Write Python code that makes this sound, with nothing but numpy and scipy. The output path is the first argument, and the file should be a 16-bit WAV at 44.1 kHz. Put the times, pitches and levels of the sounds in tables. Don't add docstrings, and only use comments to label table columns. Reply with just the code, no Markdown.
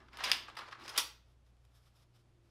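import sys
import numpy as np
from scipy import signal
from scipy.fft import rfft, irfft, next_fast_len
from scipy.io import wavfile
from scipy.ndimage import map_coordinates

SR = 44100
rng = np.random.default_rng(int(sys.argv[2]) if len(sys.argv) > 2 else 0)


def output_pcm(signal):
    pcm = np.clip(np.atleast_2d(signal).T, -1, 1) * 32767
    wavfile.write(sys.argv[1], SR, np.round(pcm).astype(np.int16))


def convert_level_to_amplitude(level_db):
    exponent = np.asarray(level_db, float) / 20
    return 10 ** exponent


N = 110250

LIFT_S, RATTLE_S = .985, .9772


def unit(x):
    return x / np.sqrt(np.mean(x ** 2) + 1e-20)


def along(points, hz):
    f, v = np.transpose(points)
    return np.interp(np.log(hz + 1), np.log(f + 1), v)


def curves(rows):
    s, *cols = np.transpose(rows)
    return [np.interp(np.arange(N) / SR, s, c) for c in cols]


def wobble(rate):
    knot = np.minimum(np.arange(N) * rate / SR, 990)
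    return map_coordinates(rng.standard_normal(1000), [knot])


def filtered(x, response):
    m = next_fast_len(N + SR // 2)
    hz = np.fft.rfftfreq(m, 1 / SR)
    return irfft(rfft(x, m) * response(hz), m)[..., :N]


def ringing(x, peaks):
    def shape(f):
        total = 0
        for k, (centre, width, db) in enumerate(peaks):
            damping = 1j * f * width
            mode = damping / (centre * centre - f * f + damping)
            total = total + (-1) ** k * convert_level_to_amplitude(db) * mode
        return total

    norm = np.sqrt(np.mean(abs(shape(np.linspace(0, SR / 2, 4096))) ** 2))
    return filtered(x, shape) / norm


def coloured(spectrum):
    return unit(filtered(rng.standard_normal(N), lambda hz: convert_level_to_amplitude(along(spectrum, hz))))


def grit():
    slips_per_s, spread_db, smooth = 4000, 3, 1.2
    chance, size = rng.random(N), rng.standard_normal((2, N))
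    strength = convert_level_to_amplitude(spread_db * np.clip(size[0], -2, 2)) * np.sign(size[1])
    slips = unit((chance < slips_per_s / SR) * strength)
    return unit(slips + smooth * rng.standard_normal(N))


# f/Hz, spectral level/dB
QUIET_SPECTRUM = [(12, -44.5), (20, -7.5), (118, -5), (176, -14), (501, -20.5), (604, -19.5), (1720, -28.5),
                  (3550, -31.5), (12200, -43.5), (15900, -86), (22000, -120)]
# f/Hz, level/dB, swing/dB
HUM_PARTIALS = [(60, 2, 1), (90, -7, 2.5), (120, 0, .8)]
# t/s, level of the lowest hum/dB
HUM_LOAD = [(0.0, -66.5), (0.29, -65), (0.7, -80), (1.04, -68.5), (1.62, -66.5), (2.08, -73.5), (2.5, -73)]


def house():
    t = np.arange(N) / SR
    load_db, = curves(HUM_LOAD)
    bases = [load_db, load_db.mean(), load_db.mean()]
    hum = 0
    for base, (hz, db, swing_db) in zip(bases, HUM_PARTIALS):
        level = convert_level_to_amplitude(base + db + swing_db * wobble(3.8))
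        hum = hum + level * np.sin(2 * np.pi * hz * t + 1.8 * wobble(0.89))
    drone_mode = [(349.6, 48, 0)]  # f/Hz, width/Hz, level/dB
    drone_db, drone_s, rise_s = -79, 2.1, 0.065
    drone = unit(ringing(ringing(rng.standard_normal(N), drone_mode), drone_mode))
    drone = convert_level_to_amplitude(drone_db + 1.9 * wobble(14)) * drone / (1 + np.exp((drone_s - t) / rise_s))
    quiet_db = -72
    return hum + drone + convert_level_to_amplitude(quiet_db + .6 * wobble(10)) * coloured(QUIET_SPECTRUM)


# t/s, pressure level/dB, hollow share/dB, bright share/dB
SLIDING = [(0, -78, 15, -42), (.1, -85, 6, -37), (.14, -61.5, 5.5, -26.5), (.18, -63.5, 4, -22),
           (.232, -53, 4.5, -30.5), (.242, -48.5, -0.5, -22.5), (.3, -40, -4, -16), (.33, -74.5, 19.5, -30),
           (.45, -66, 2, -16.5), (.53, -83, 16.5, -35), (.63, -73.5, 18, -31), (.67, -72.5, 11.5, -34),
           (.7, -76, 10, -12.5), (.78, -78.5, 13, -24.5), (.81, -62.5, 7.5, -14), (.84, -62, 0, -11.5),
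           (.875, -62.5, 5.5, -17), (.93, -63.5, 10.5, -7), (.975, -50, 3.5, -25)]
# t/s, level/dB, hollow share/dB, bright share/dB, length/s
CHATTERING = [(0.003, -68.5, 5.5, -34, 0.004), (0.038, -82, 7, -29, 0.0033), (0.084, -68, 10, -25, 0.008),
              (0.171, -59, -5.5, 5, 0.0052), (0.185, -57, 5.5, -15, 0.025), (0.204, -55, 6.5, -27, 0.02),
              (0.237, -38.5, -10.5, -8.5, 0.017), (0.254, -46, -10, -35, 0.03),
              (0.297, -54, -0.5, -2, 0.008), (0.321, -43, -3.5, -14, 0.0071),
              (0.329, -37.5, -9.5, -13, 0.016), (0.481, -70, 21, -23.5, 0.013), (0.498, -61, 7, -15, 0.008),
              (0.552, -60.5, -12, -12, 0.0069), (0.567, -51.5, 7, -12.5, 0.017),
              (0.589, -51.5, 4, -14.5, 0.016), (0.608, -64, 14.5, -23, 0.0034),
              (0.617, -62.5, 12.5, -25, 0.006), (0.678, -65, 12, -23, 0.008),
              (0.684, -63, 12.5, -16, 0.008), (0.71, -58, -12, -21, 0.014), (0.72, -60.5, 10, -21.5, 0.006),
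              (0.7266, -53.5, 7, -22.5, 0.0083), (0.749, -72, 15, -26, 0.012),
              (0.85, -67, 11.5, -20, 0.015), (0.881, -50.5, -9.5, -11, 0.0075),
              (0.892, -48.5, -9, -8, 0.015), (0.963, -50.5, -7.5, -14, 0.008),
              (0.9715, -57.5, -5.5, 7, 0.002)]


def rubbing():
    t = np.arange(N) / SR
    press_db, hollow_db, bright_db = curves(SLIDING)
    contact = np.clip((LIFT_S - t) / 0.0052, 0, 1)
    slide = convert_level_to_amplitude(press_db + 1.1 * wobble(90)) * contact
    gain = slide * convert_level_to_amplitude([hollow_db, 0 * t, bright_db])
    for s, db, low_db, high_db, length in CHATTERING:
        u = np.clip((t - s) / max(length, .002), 0, 30)
        burst = np.clip(u / 0.05, 0, 1) * np.exp(-1.5 * u ** 2)
        gain = gain + convert_level_to_amplitude(db) * burst * convert_level_to_amplitude([[low_db], [0], [high_db]])
    rattle_db, fade_s, rattle_hollow_db, rattle_bright_db = -27.5, 0.016, -7.5, -3
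    after = np.clip(t - RATTLE_S, 0, None)
    rattle = convert_level_to_amplitude(rattle_db) * (after > 0) * np.exp(-after / fade_s)
    gain = gain + rattle * convert_level_to_amplitude([[rattle_hollow_db], [0], [rattle_bright_db]])
    return gain * np.array([grit(), grit(), grit()])


# f/Hz, width/Hz, level/dB
OPEN_TUBE = [(326, 130, -18), (560, 240, -13.5), (868, 170, -7), (1149, 280, -3.5), (1678, 990, -10)]
PLUGGED_TUBE = [(327, 380, -19.5), (563, 140, -10), (1030, 342, -3), (1230, 270, -2), (1650, 240, -6)]
RUBBED_WALL = [(2120, 500, 2), (2910, 540, 7), (3690, 840, 3.5), (4300, 220, 3), (4825, 190, 4),
               (5630, 1400, -6)]
STRUCK_WALL = [(2180, 1300, -9.5), (2760, 380, 1), (3495, 340, -4.5), (4950, 440, -1), (5900, 960, -13.5)]
MUZZLE_RIM = [(1800, 300, -14.5), (2540, 340, 0), (3600, 450, 0), (4740, 696, -2), (5700, 500, 2.5)]
BRIGHT_EDGE = [(6700, 1200, -3), (8000, 1500, 1), (10040, 3800, -0.5), (11573, 810, -0.5),
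               (14000, 2500, -8)]


def barrel():
    (low, mid, high), (thud, clack, tick) = rubbing(), blows()
    t = np.arange(N) / SR
    free_s, freeing_s = 0.33, 0.0043
    free = 1 / (1 + np.exp((free_s - t) / freeing_s))
    at_rim = t > RATTLE_S - .001
    hollow_force = low + thud
    hollow = ringing(hollow_force * free, OPEN_TUBE) + ringing(hollow_force * (1 - free), PLUGGED_TUBE)
    wall = ringing(mid * ~at_rim, RUBBED_WALL) + ringing(clack * ~at_rim, STRUCK_WALL)
    wall = wall + ringing((mid + clack) * at_rim, MUZZLE_RIM)

    def dull(f):
        dull_hz = 6950
        return 1 / (1 - (f / dull_hz) ** 2 + 1.2j * f / dull_hz)

    return filtered(filtered(hollow, dull) + wall, dull) + ringing(high + tick, BRIGHT_EDGE)


# f/Hz, width/Hz, level/dB
STOCK_MODES = [(220, 53, -1.5), (370, 120, -1)]


def stock():
    t = np.arange(N) / SR
    press_db = curves(SLIDING)[0]
    held = np.clip((LIFT_S - t) / 0.073, 0, 1)
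    after = t - RATTLE_S
    jolt_db, jolt_fade_s = -60, 0.04
    jolt = convert_level_to_amplitude(jolt_db) * (after > 0) * np.exp(-abs(after) / jolt_fade_s)
    stock_db, follows = -69, 0.27
    grumble = held * convert_level_to_amplitude(stock_db + follows * (press_db + 64.5) + 4.4 * wobble(22))
    return (jolt + grumble) * unit(ringing(ringing(grit(), STOCK_MODES), STOCK_MODES))


# f/Hz, decay time by 60 dB/s
ROOM_DECAY = [(200, 0.51), (1000, .36), (3500, 0.35), (5000, 0.35), (10500, 0.24), (15000, 0.3)]


def kitchen(x):
    wet, step = np.zeros(N + SR), SR // 25
    gap_s = 0.00017
    for start in range(0, SR * 5 // 4, step):
        hz, t, z = signal.stft(rng.standard_normal(SR // 2), SR, nperseg=256)
        decay = convert_level_to_amplitude(-60 * t / along(ROOM_DECAY, hz)[:, None])
        tail = signal.istft(z * decay, SR, nperseg=256)[1]
        tail = tail * np.clip(np.arange(len(tail)) / SR / gap_s - 1, 0, 1)
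        echo = signal.fftconvolve(x[start:start + step], tail / np.linalg.norm(tail))
        wet[start:start + len(echo)] += echo
    return wet[:N]


# t/s, length/s, level/dB,
# f/Hz
NARROW_TONES = [(0.144, 0.054, -70, 5200), (0.128, 0.0086, -58.5, 2170), (0.236, 0.025, -42, 4900),
                (0.487, 0.007, -57, 2830), (0.573, 0.013, -54, 4920), (0.603, 0.01, -63, 4800),
                (0.658, 0.037, -69, 4670), (.712, 0.01, -68, 4930), (0.835, 0.03, -60.5, 5050),
                (0.89, 0.0092, -44.5, 5120), (0.192, 0.0099, -53, 1900), (0.221, 0.014, -52.5, 1800),
                (0.263, 0.044, -46.5, 1620), (0.879, 0.0046, -50.5, 6160), (.984, 0.019, -50.5, 13460),
                (0.975, 0.01, -45, 10230), (0.926, 0.017, -61.5, 5170), (0.939, .02, -58.5, 2920),
                (0.958, 0.0096, -44, 2950)]


def singing():
    t = np.arange(N) / SR
    width_hz, edge_s = 350, 0.0033
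    out = np.zeros(N)
    for s, length, db, hz in NARROW_TONES:
        onset = np.clip((t - s) / edge_s, 0, 1)
        release = np.exp(-np.clip(t - s - length, 0, 1) / edge_s)
        tone = unit(ringing(rng.standard_normal(N), [(hz, width_hz, 0)]))
        out += convert_level_to_amplitude(db) * onset * release * tone
    return out


# t/s, peak level/dB, hollow share/dB, bright share/dB
BORE_KNOCKS = [(0.131, -45.5, -14.5, -26.5), (0.1709, -36.5, -12, -12), (0.2381, -25.5, -20.5, -12),
               (0.2409, -21, -16, -9.5), (0.2434, -23, -14.5, -13), (0.2472, -22, -16.5, -15.5),
               (0.3152, -14.5, -13.5, -14.5), (0.3158, -5.5, -16, -11.5), (0.3197, -12, -16, -19),
               (0.5705, -32, -2, -12), (0.5885, -35, -8.5, -7.5), (0.725, -38.5, -0.5, -24.5),
               (0.798, -49, -15.5, -8.5), (0.8605, -38, -17, -13), (0.8788, -31.5, -14.5, -12)]
# t/s, peak level/dB, hollow share/dB, bright share/dB
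MUZZLE_TRIPS = [
    (.9767, -24, -18, 6),
    (.9791, -15, -12, -1),
    (.9817, -15, -10, -7),
    (.9842, -18, -10, -7),
    (.9870, -21, -12, -6),
    (.9935, -25, -14, -6),
    (.9995, -24, -14, -6),
    (1.0035, -23, -14, -8),
]


def blows():
    lead_s, lead_share = .0007, 0.17
    force = np.zeros((3, N))
    for s, db, low_db, high_db in list(BORE_KNOCKS) + list(MUZZLE_TRIPS):
        size = convert_level_to_amplitude(db + 6) * convert_level_to_amplitude([low_db, 0, high_db])
        force[:, round(s * SR) + 30] += size
        force[:, round((s - lead_s) * SR) + 30] -= lead_share * size
    return force


# f/Hz, level/dB, decay time by 60 dB/s
ROD_MODES = [(2950, -2, .06), (3340, -3, .06), (4920, -5, .05), (5660, 0, .035), (10400, -7, .04),
             (13600, -5, .045)]


def rod():
    rod_s, rod_db, unsteady_db = .9793, -35, 4
    t = np.clip(np.arange(N) / SR - rod_s, 0, None)
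    ring = 0
    for hz, db, t60 in ROD_MODES:
        level = convert_level_to_amplitude(db - 60 * t / t60 + unsteady_db * wobble(200))
        ring = ring + level * np.sin(2 * np.pi * hz * t)
    return convert_level_to_amplitude(rod_db) * ring * (1 - np.exp(-t / 0.0011))


# t/s, level/dB, half length/s
SLEEVE_BRUSHES = [(1.3, -84.5, 0.048), (1.48, -82.5, 0.028), (1.647, -85, 0.039), (1.766, -72, 0.041),
                  (1.866, -74.5, 0.042), (1.968, -79, 0.028), (2.012, -75, 0.041), (2.157, -76.5, 0.027),
                  (2.2, -81, 0.023), (2.257, -93, 0.053), (2.461, -84.5, 0.053)]
# t/s, level/dB
CREASE_SNAPS = [
    (1.3005, -73),
    (1.4648, -70),
    (1.568, -72),
    (1.6509, -63),
]
# f/Hz, spectral level/dB
CLOTH_SPECTRUM = [(290, -40), (500, -7), (678, -5), (1770, -8), (5390, -9), (6700, -15), (13600, -14.5),
                  (16000, -45)]
# f/Hz, width/Hz, lift (ratio)
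WEAVE_LIFTS = [(1288, 205, 0.98), (3488, 500, 0.66), (5200, 525, 0.72)]


def sleeve():
    t = np.arange(N) / SR
    rub = sum(convert_level_to_amplitude(db) * np.exp(-((t - s) / half) ** 2) for s, db, half in SLEEVE_BRUSHES)
    rub = rub * convert_level_to_amplitude(1.9 * wobble(60))
    snaps = sum(convert_level_to_amplitude(db - 4) * (t > s) * np.exp(-abs(t - s) / .002) for s, db in CREASE_SNAPS)

    def cloth(hz):
        weave = 1 + sum(lift * np.exp(-((hz - c) / w) ** 2) for c, w, lift in WEAVE_LIFTS)
        return convert_level_to_amplitude(along(CLOTH_SPECTRUM, hz)) * weave

    return (rub + snaps) * unit(filtered(grit(), cloth))


# f/Hz, level/dB
TOWARD_WALLS = [(1000, 1), (2600, 0), (3800, 0), (4300, 3), (5000, -6), (5800, 0), (10000, 0)]


def scene():
    near = barrel() + rod() + singing()
    aside = filtered(near, lambda hz: convert_level_to_amplitude(along(TOWARD_WALLS, hz)))
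    room_db = -6
    return (near + convert_level_to_amplitude(room_db) * kitchen(aside) + sleeve() + house() + stock())[None]


def band_limit(x):
    return signal.sosfilt(signal.butter(12, 16450, fs=SR, output="sos"), x)


def record(dry):
    top_hz, fade_hz = 16400, 14600
    mix = filtered(dry, lambda hz: (hz < top_hz) / (1 + (hz / fade_hz) ** 16))
    return band_limit(mix)


dry = scene()
out = record(dry)
output_pcm(out)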